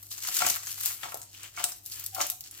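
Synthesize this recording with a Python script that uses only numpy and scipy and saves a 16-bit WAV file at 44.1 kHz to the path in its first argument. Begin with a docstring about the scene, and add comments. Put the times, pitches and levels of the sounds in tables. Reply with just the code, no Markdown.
"""A mains hum and a low rumble are heard first, under the wet hiss of sauced spaghetti sliding in a thin metal pan.
The hiss is coloured noise mixed with tiny random grains. Smacks are noise cracks with a ragged spray after them.
Each landing thumps the pan: a short sum of decaying modes, with a dull puff and a low thud of filtered noise.
Faint lone tones of the pan swell and fade. Decaying noise tails give the echo of a hard kitchen."""
import sys
import numpy as np
from scipy import signal
from scipy.fft import rfft, irfft, next_fast_len
from scipy.io import wavfile
from scipy.ndimage import map_coordinates

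SR = 44100
rng = np.random.default_rng(int(sys.argv[2]) if len(sys.argv) > 2 else 0)


def waveform_to_disk(signal):
    """Save audio, clipped to [-1, 1], as 16-bit WAV at the path in sys.argv[1]."""
    frames = np.transpose(np.atleast_2d(signal))
    scaled = np.clip(frames, -1, 1) * 32767
    samples = np.round(scaled).astype(np.int16)
    wavfile.write(sys.argv[1], SR, samples)


N = 114660

# Spectrum of wet friction and splashes. Each row: frequency in Hz, relative level in dB per Hz.
WET_SPECTRUM = [(1650, -27), (2800, -9), (3760, -5), (4410, 0), (4950, -1), (7910, 3.5), (9070, -3.5),
                (13200, -1), (15000, -2.5), (15700, -22)]
SIDE = np.array([[.5], [-.5]])  # left and right, half of a difference each


def amp(db):
    """Decibels are logarithmic: 20 dB is a tenfold amplitude."""
    return 10 ** (np.asarray(db) / 20)


def unit(x):
    """Root mean square level brought to 1."""
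    return x / np.sqrt(np.mean(x ** 2) + 1e-20)


def along(points, hz):
    """Interpolation of (Hz, value) points on a logarithmic frequency axis."""
    f, v = np.transpose(points)
    return np.interp(np.log(hz + 1), np.log(f + 1), v)


def curves(rows):
    """Linear envelopes: one value per sample for each column after the time."""
    s, *cols = np.transpose(rows)
    return [np.interp(np.arange(N) / SR, s, c) for c in cols]


def wobble(rate, size=N):
    """Slow random modulation: a smooth curve through random knots, rate of them a second."""
    knots = rng.standard_normal(int(size * rate / SR) + 4)
    return map_coordinates(knots, [np.arange(size) * rate / SR])


def filtered(x, response):
    """Linear filtering: the spectrum of x times a complex response of frequency."""
    n = x.shape[-1]
    m = next_fast_len(n + 8192)
    return irfft(rfft(x, m) * response(np.fft.rfftfreq(m, 1 / SR)), m)[..., :n]


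def coloured(x, spectrum):
    """Spectral shaping, falling away below the first point, at rms 1."""
    points = [(spectrum[0][0] * .6, -70)] + list(spectrum)
    return unit(filtered(x, lambda hz: amp(along(points, hz))))


def band(x, hz, q):
    """A single resonance: gain 1 at its centre, narrower for a higher q."""
    return filtered(x, lambda f: 1j * f * hz / q / (hz * hz - f * f + 1j * f * hz / q))


def sides(db):
    """Interaural level difference: gains for left and right."""
    return amp(db * SIDE)


def grains(per_s, spread_db):
    """A random pulse process: sparse clicks of uneven size and either sign."""
    size = amp(spread_db * rng.standard_normal(N).clip(-2, 2))
    sign = np.sign(rng.standard_normal(N))
    return unit(size * sign * (rng.random(N) < per_s / SR))


def ports(hz):
    """Level and time differences: two microphone ports differ in colour and by a small lag."""
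    # Each row: frequency in Hz, left over right in dB.
    lean = [(350, -10), (700, 6), (1200, 4.5), (2500, 5), (5000, -1), (9000, 3.5), (14000, 6.5)]
    left_lag_s = -0.000059
    return amp(SIDE * along(lean, hz)) * np.exp(-2j * np.pi * hz * left_lag_s * SIDE)


def leaning(x):
    """Directional filtering: a sound as the two ports hear it."""
    return filtered(x, ports)


def background():
    """Steady sources: a phase-wandering sinusoid for the mains hum over nearly mono noise for the rumble."""
    # Each row: time in seconds, rms level of the hum in dB.
    hum_levels = [(0.0, -59), (0.04, -60.5), (0.29, -65.5), (0.39, -86), (0.45, -62.5), (0.59, -62.5),
                  (0.78, -60.5), (1.14, -69), (1.18, -64.5), (1.42, -61.5), (1.62, -67), (1.68, -99),
                  (1.74, -67), (2.14, -57.5), (2.31, -69.5), (2.6, -65)]
    # Each row: frequency in Hz, relative level of the rumble in dB per Hz.
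    rumble_spectrum = [(25, -42), (36, -15), (50, -1.5), (80, -5), (125, -1.5), (200, -17.5), (330, -9.5),
                       (500, -25), (730, -15), (1200, -31), (2000, -55), (3300, -120)]
    hum_hz, rumble_db = 100, -66.5

    hum_db, = curves(hum_levels)
    phase = 2 * np.pi * hum_hz * np.arange(N) / SR + 0.19 * wobble(6.6)
    hum = np.sqrt(2) * amp(hum_db) * np.sin(phase)
    noise = rng.standard_normal(N) + .4 * rng.standard_normal((2, N))
    return hum + amp(rumble_db) * coloured(noise, rumble_spectrum)


def slide():
    """Wet friction: noise and bursting films of sauce, a hiss with its own top and a duller squelch."""
    # Each row: time in seconds, hiss level in dB before hiss_gain_db, gain of its top above 9 kHz in dB,
    # level of the squelch in dB before squelch_gain_db.
    slide_levels = [(0.0, -61.5, 7, -61.5), (0.1, -55.5, 5, -69), (0.11, -42.5, 4, -58),
                    (0.16, -53, 0.5, -56), (0.29, -35, -4.5, -42), (0.31, -42.5, 1.5, -44),
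                    (0.37, -30, 1.5, -39.5), (0.38, -36.5, 4.5, -40.5), (0.42, -29.5, -5, -31),
                    (0.5, -32, 4, -35.5), (0.61, -46, -4, -55.5), (0.68, -42.5, 3.5, -47),
                    (0.74, -42.5, 2, -51), (0.87, -38.5, 3, -44.5), (1.01, -52.5, 7, -50.5),
                    (1.04, -43.5, -6, -43), (1.24, -64.5, 10, -69.5), (1.29, -60, -3.5, -68.5),
                    (1.45, -48.5, -5, -43.5), (1.53, -61.5, 0.5, -61.5), (1.6, -36.5, -15, -34),
                    (1.63, -45, -5, -45.5), (1.64, -48, -0.5, -31.5), (1.66, -51.5, 12.5, -44),
                    (1.82, -71.5, 12, -71.5), (1.93, -42.5, 1, -53.5), (1.98, -51.5, 5, -49.5),
                    (2.07, -50.5, -2, -52.5), (2.11, -58, 4.5, -60.5), (2.2, -41.5, 0, -43),
                    (2.22, -26.5, -8, -34), (2.23, -35, -3.5, -36.5), (2.32, -55, 2, -60),
                    (2.38, -83, 29, -74), (2.45, -50, -5, -59), (2.6, -54, 1, -52.5)]
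    # Each row: frequency in Hz, relative level of the squelch in dB.
    squelch_spectrum = [(300, -13.5), (800, -16.5), (1250, -7), (2200, -5.5), (3000, -1), (4500, -15)]
    hiss_gain_db, squelch_gain_db = 3.5, -2
    grain_db, grains_per_s = 0.5, 1300

    hiss_db, top_db, squelch_db = curves(slide_levels)
    flutter = amp(1.5 * wobble(30))

    fine = amp(grain_db) * grains(grains_per_s, spread_db=9.5)
    hiss = coloured(rng.standard_normal((2, N)) + fine, WET_SPECTRUM)
    top = filtered(hiss, lambda hz: 1 / (1 + (9000 / (hz + 1)) ** 8))
    hiss = amp(hiss_db + hiss_gain_db) * (hiss - top + amp(top_db) * top)

    coarse = amp(-5) * grains(350, spread_db=3.5)
    squelch = coloured(rng.standard_normal((2, N)) + coarse, squelch_spectrum)
    squelch *= amp(squelch_db + squelch_gain_db + 1.74 * wobble(49.13))
    return leaning(flutter * (hiss + squelch))


def smacks():
    """Impulsive wet contact: a sharp noise crack, resonant at its own pitch, with a ragged spray after it."""
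    # Each row: start in seconds, level in dB, resonance in Hz, level of the part around 1.6 kHz in dB,
    # level of the spray in dB.
    smack_rows = [(0.0275, -28.5, 12270, -22, -2), (0.1145, -22.5, 4460, -15.5, -6),
                  (0.179, -25.5, 6540, -13, -9), (0.235, -20, 12450, -15.5, -6),
                  (0.2497, -20, 6450, -6.5, -15), (0.2748, -18, 12800, -16, -12),
                  (0.351, -21, 5840, -20, -11), (0.3672, -10, 6630, -16, -11), (0.4047, -14, 3140, -26, -1),
                  (0.4656, -3.5, 6800, -21, -29), (0.4994, -8.5, 6230, -36, -23),
                  (0.5603, -14, 13700, -14.5, -4), (0.632, -26.5, 7260, -8.5, -7),
                  (0.6703, -19.5, 6540, -11, -29), (0.7795, -29, 11300, -4.5, -28),
                  (0.8103, -14.5, 12400, -17.5, -35), (0.8347, -10.5, 10900, -21, -17),
                  (0.859, -4.5, 13000, -23.5, -7), (0.9054, -23.5, 12000, -7, -16),
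                  (1.033, -21.5, 3100, -3, -23.5), (1.1208, -25.5, 11300, -4, -20),
                  (1.1438, -17, 11760, -47, -30), (1.172, -23.5, 12500, -39, -18),
                  (1.2159, -25.5, 7540, -20, 4), (1.341, -31.5, 3020, -52, 13),
                  (1.4325, -22.5, 8060, -33.5, -24), (1.565, -27, 6040, -16, -13),
                  (1.6409, -3, 8840, -25, -28), (1.7204, -20, 5550, -22, -16),
                  (1.854, -28.5, 8500, -48, -20), (1.8612, -20, 12000, -53, -15),
                  (1.9208, -19, 4640, -50, -37), (1.9953, -23.5, 14100, -19, 6),
                  (2.0402, -16.5, 14100, -32, -17), (2.0629, -9, 12400, -48, -40.5),
                  (2.1473, -15.5, 13400, -39, -9), (2.2044, -21.5, 3380, -26, 3),
                  (2.2132, -5, 6280, -17.5, -18), (2.2672, -16.5, 12400, -26, -36),
                  (2.3, -9, 12200, -36, -43), (2.3178, -20, 14520, -26, -24),
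                  (2.4077, -18.5, 13400, -58, -22), (2.4392, -26, 5060, -55.5, -20),
                  (2.5113, -21.5, 11400, -31, -22), (2.575, -30, 13300, -32, -24)]
    rise_s, smack_t60_s, spray_t60_s = 0.00023, 0.041, 0.11
    snap_db, snap_t60_s = 12, .003
    tone_db, tone_q = -1.5, 4.7
    alike = 0.16  # share of the noise power common to both ears

    out, t = np.zeros((2, N + SR)), np.arange(SR // 8) / SR
    for s, db, hz, body_db, spray_db in smack_rows:
        # the spray's level jumps every 40 samples
        ragged = amp(4.5 * np.repeat(rng.standard_normal(len(t) // 40 + 1), 40)[:len(t)])
        snap = amp(snap_db - 60 * t / snap_t60_s)
        spray = amp(spray_db - 60 * t / spray_t60_s) * ragged
        shape = (1 - np.exp(-t / rise_s)) * (snap + amp(-60 * t / smack_t60_s) + spray)

        common, apart = rng.standard_normal(len(t)), rng.standard_normal((2, len(t)))
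        noise = np.sqrt(alike) * common + np.sqrt(1 - alike) * apart
        tone = amp(tone_db) * unit(band(noise, hz, tone_q))
        crack = shape * (coloured(noise, WET_SPECTRUM) + tone)
        body = band(band(shape * noise, 1600, 0.89), 1600, 0.89)
        crack /= abs(crack.sum(axis=0)).max()
        body /= abs(body.sum(axis=0)).max()
        out[:, round(s * SR):][:, :len(t)] += amp(db) * (crack + amp(body_db) * body)
    return leaning(out[:, :N])


def pan_ring(t, u, octave):
    """Modal synthesis: a blow excites the pan's modes most near its loudest pitch, at new levels each time."""
    # Each row: frequency in Hz, level in dB, t60 in seconds before the landing's length share,
    # left over right in dB, left lead in radians. Every mode radiates its own way.
    pan_modes = [(329, -6, 0.18, -1, 0.38), (585, -11, 0.19, 5, 1), (709.3, -2, .14, 13, 1.32),
                 (858, -7, 0.092, -9, 1.76), (1047, -9.5, 0.079, -1, 0.47), (1158.7, -13.5, 0.2, 7.5, 1.1),
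                 (1314, 1.5, 0.069, 6.5, 1.35), (2167, 3, 0.052, -3, 0.9), (2830, -9.5, 0.165, 5, 1.5),
                 (3340, -12, .05, 1, 0.57)]
    fall_db = 10  # loss of a mode one octave from the loudest pitch
    linger_db, linger_times = -40, 2.5  # the free rim rings on, weaker and longer
    sag, sag_s, wander_rad = .03, .02, .7  # modes start 3 % sharp, settle under the load and wander

    settling = t + sag * sag_s * (1 - np.exp(-t / sag_s))
    ring = 0
    for hz, level, t60, pan_db, lead in pan_modes:
        detune = rng.normal(1, .011)
        off_pitch = np.log2(hz / 1000) - octave
        level_now = level - fall_db * off_pitch ** 2 + rng.normal(0, 0.9)
        decay = amp(-60 * u / t60) + amp(linger_db - 60 * u / (t60 * linger_times))
        phase = 2 * np.pi * (hz * detune * settling + rng.random())
        phase = phase + wander_rad * wobble(45, size=len(t)) + lead * SIDE
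        ring = ring + amp(level_now) * sides(pan_db) * decay * np.sin(phase)
    return ring


def pan():
    """Impact excitation: soft heavy blows ring the pan, with a dull puff and a low thud."""
    # Each row: start in seconds, level in dB before pan_gain_db, loudest pitch in octaves from 1 kHz,
    # gain of the ring in dB, length as a share of the decay times.
    thump_rows = [(.282, -22.5, 0.36, -7, 0.57), (.403, -28, 0.2, 3.5, 0.82),
                  (.420, -13.5, 0.28, 4.5, 0.55), (.447, -11, 1, -29, 0.57), (.464, -18, -0.5, -3.5, 0.52),
                  (.499, -15.5, 0.85, -8, 0.49), (.561, -31.5, 0.56, 4.5, 0.36), (.905, -36, 0.89, 2, 0.88),
                  (1.0345, -24.5, 0.42, -5.5, 1.36), (1.052, -28.5, -0.16, -12, 2.1),
                  (1.084, -31, 0.2, -9, 1.2), (1.121, -31.5, 0.05, -4.5, 1.46),
                  (1.143, -21, -0.72, -6.5, 0.32), (1.163, -34, 0.004, -16, 0.67),
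                  (1.155, -26.5, -0.5, -13, 0.85), (1.574, -26, 0.59, 4.5, 0.69),
                  (1.599, -27.5, -0.0011, 0, 0.85), (1.635, -31, 0.077, -4.5, 1.2),
                  (1.648, -37.5, -0.4, 4, 1.12), (2.164, -24.5, 0.099, 1, 0.39),
                  (2.181, -28, -0.2, 7.5, 0.65), (2.195, -31.5, -0.12, 11.5, 0.89),
                  (2.205, -13, 1, -8.5, 0.302), (2.213, -22.5, -0.11, 0.5, 0.79),
                  (2.239, -34, -0.3, -6, 1.2), (2.299, -16, -0.52, -17, 0.13)]
    pan_gain_db, puff_db, thud_db = -8, -4.5, -27
    puff_t60_s, thud_t60_s = 0.05, 0.26  # before the length share
    blow_rise_s, ring_rise_s = 0.00022, .002
    # the moving pasta makes the ring waver, fully after flutter_grows_s
    flutter_db, flutter_grows_s = 3.5, .015

    out, t = np.zeros((2, N + SR)), np.arange(SR // 3) / SR
    for s, db, octave, ring_db, length in thump_rows:
        u = t / length
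        flutter = flutter_db * np.minimum(t / flutter_grows_s, 1) * wobble(68, size=len(t))
        ring = amp(ring_db + flutter) * (1 - np.exp(-t / ring_rise_s)) * pan_ring(t, u, octave)

        puff_hz = 1000 * 2 ** octave
        puff = band(band(rng.standard_normal((2, len(t))), puff_hz, 1.36), puff_hz, 1.35)
        puff = unit(leaning(puff)) * amp(puff_db - 60 * u / puff_t60_s)
        thud = unit(band(band(rng.standard_normal(len(t)), 110, 0.16), 110, 0.16))
        thud *= amp(thud_db - 60 * u / thud_t60_s)

        blow = (1 - np.exp(-t / blow_rise_s)) * (ring + puff + thud)
        out[:, round(s * SR):][:, :len(t)] += amp(db + pan_gain_db) * blow
    return out[:, :N]


def tones():
    """Friction-driven resonance: single pan modes swell softly as the pasta drags, then fade, wavering."""
    # Each row: start in seconds, frequency in Hz, level in dB before the swell, swell time in seconds,
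    # t60 in seconds.
    tone_rows = [(.56, 953, -63, .01, 0.27), (1.165, 958, -47, 0.021, 0.24),
                 (2.115, 764, -39.5, 0.029, 0.42), (2.3, 736.3, -51, 0.0095, 0.23)]
    out, t = np.zeros((2, N + SR)), np.arange(SR // 3) / SR
    for s, hz, db, swell, t60 in tone_rows:
        decay = amp(db - 60 * t / t60 + 2 * wobble(50, size=len(t)))
        shape = (1 - np.exp(-t / swell)) ** 2 * decay
        sine = np.sin(2 * np.pi * (hz * t + rng.random((2, 1))))
        out[:, round(s * SR):][:, :len(t)] += shape * sine
    return leaning(out[:, :N])


def kitchen(x):
    """Reverberation off hard walls: decaying noise tails, a new one for each third of a second."""
    # Each row: frequency in Hz, t60 in seconds.
    decay_times = [(300, 0.28), (2000, 0.31), (6000, 0.4), (14000, 0.21)]
    out, step = np.zeros((2, N + SR)), SR // 3
    delay = 130  # samples, about 3 ms before the tail
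    for a in range(0, N, step):
        hz, t, z = signal.stft(rng.standard_normal((2, SR // 2)), SR, nperseg=256)
        decay = amp(-60 * t / along(decay_times, hz)[:, None])
        tail = signal.istft(z * decay, SR, nperseg=256)[1]
        tail /= np.linalg.norm(tail[0])
        wet = signal.fftconvolve(x[None, a:a + step], tail, axes=1)
        out[:, a + delay:][:, :wet.shape[1]] += wet
    return out[:, :N]


def scene():
    """Superposition: the impacts and tones excite the room; slide and background are added without it."""
    room_db = -4
    near = smacks() + pan() + tones()
    return near + amp(room_db) * kitchen(near.mean(axis=0)) + slide() + background()


def record(dry):
    """Band limiting: nothing is kept from 15950 Hz up."""
    return filtered(dry, lambda hz: hz < 15950)


dry = scene()
out = record(dry)
waveform_to_disk(out)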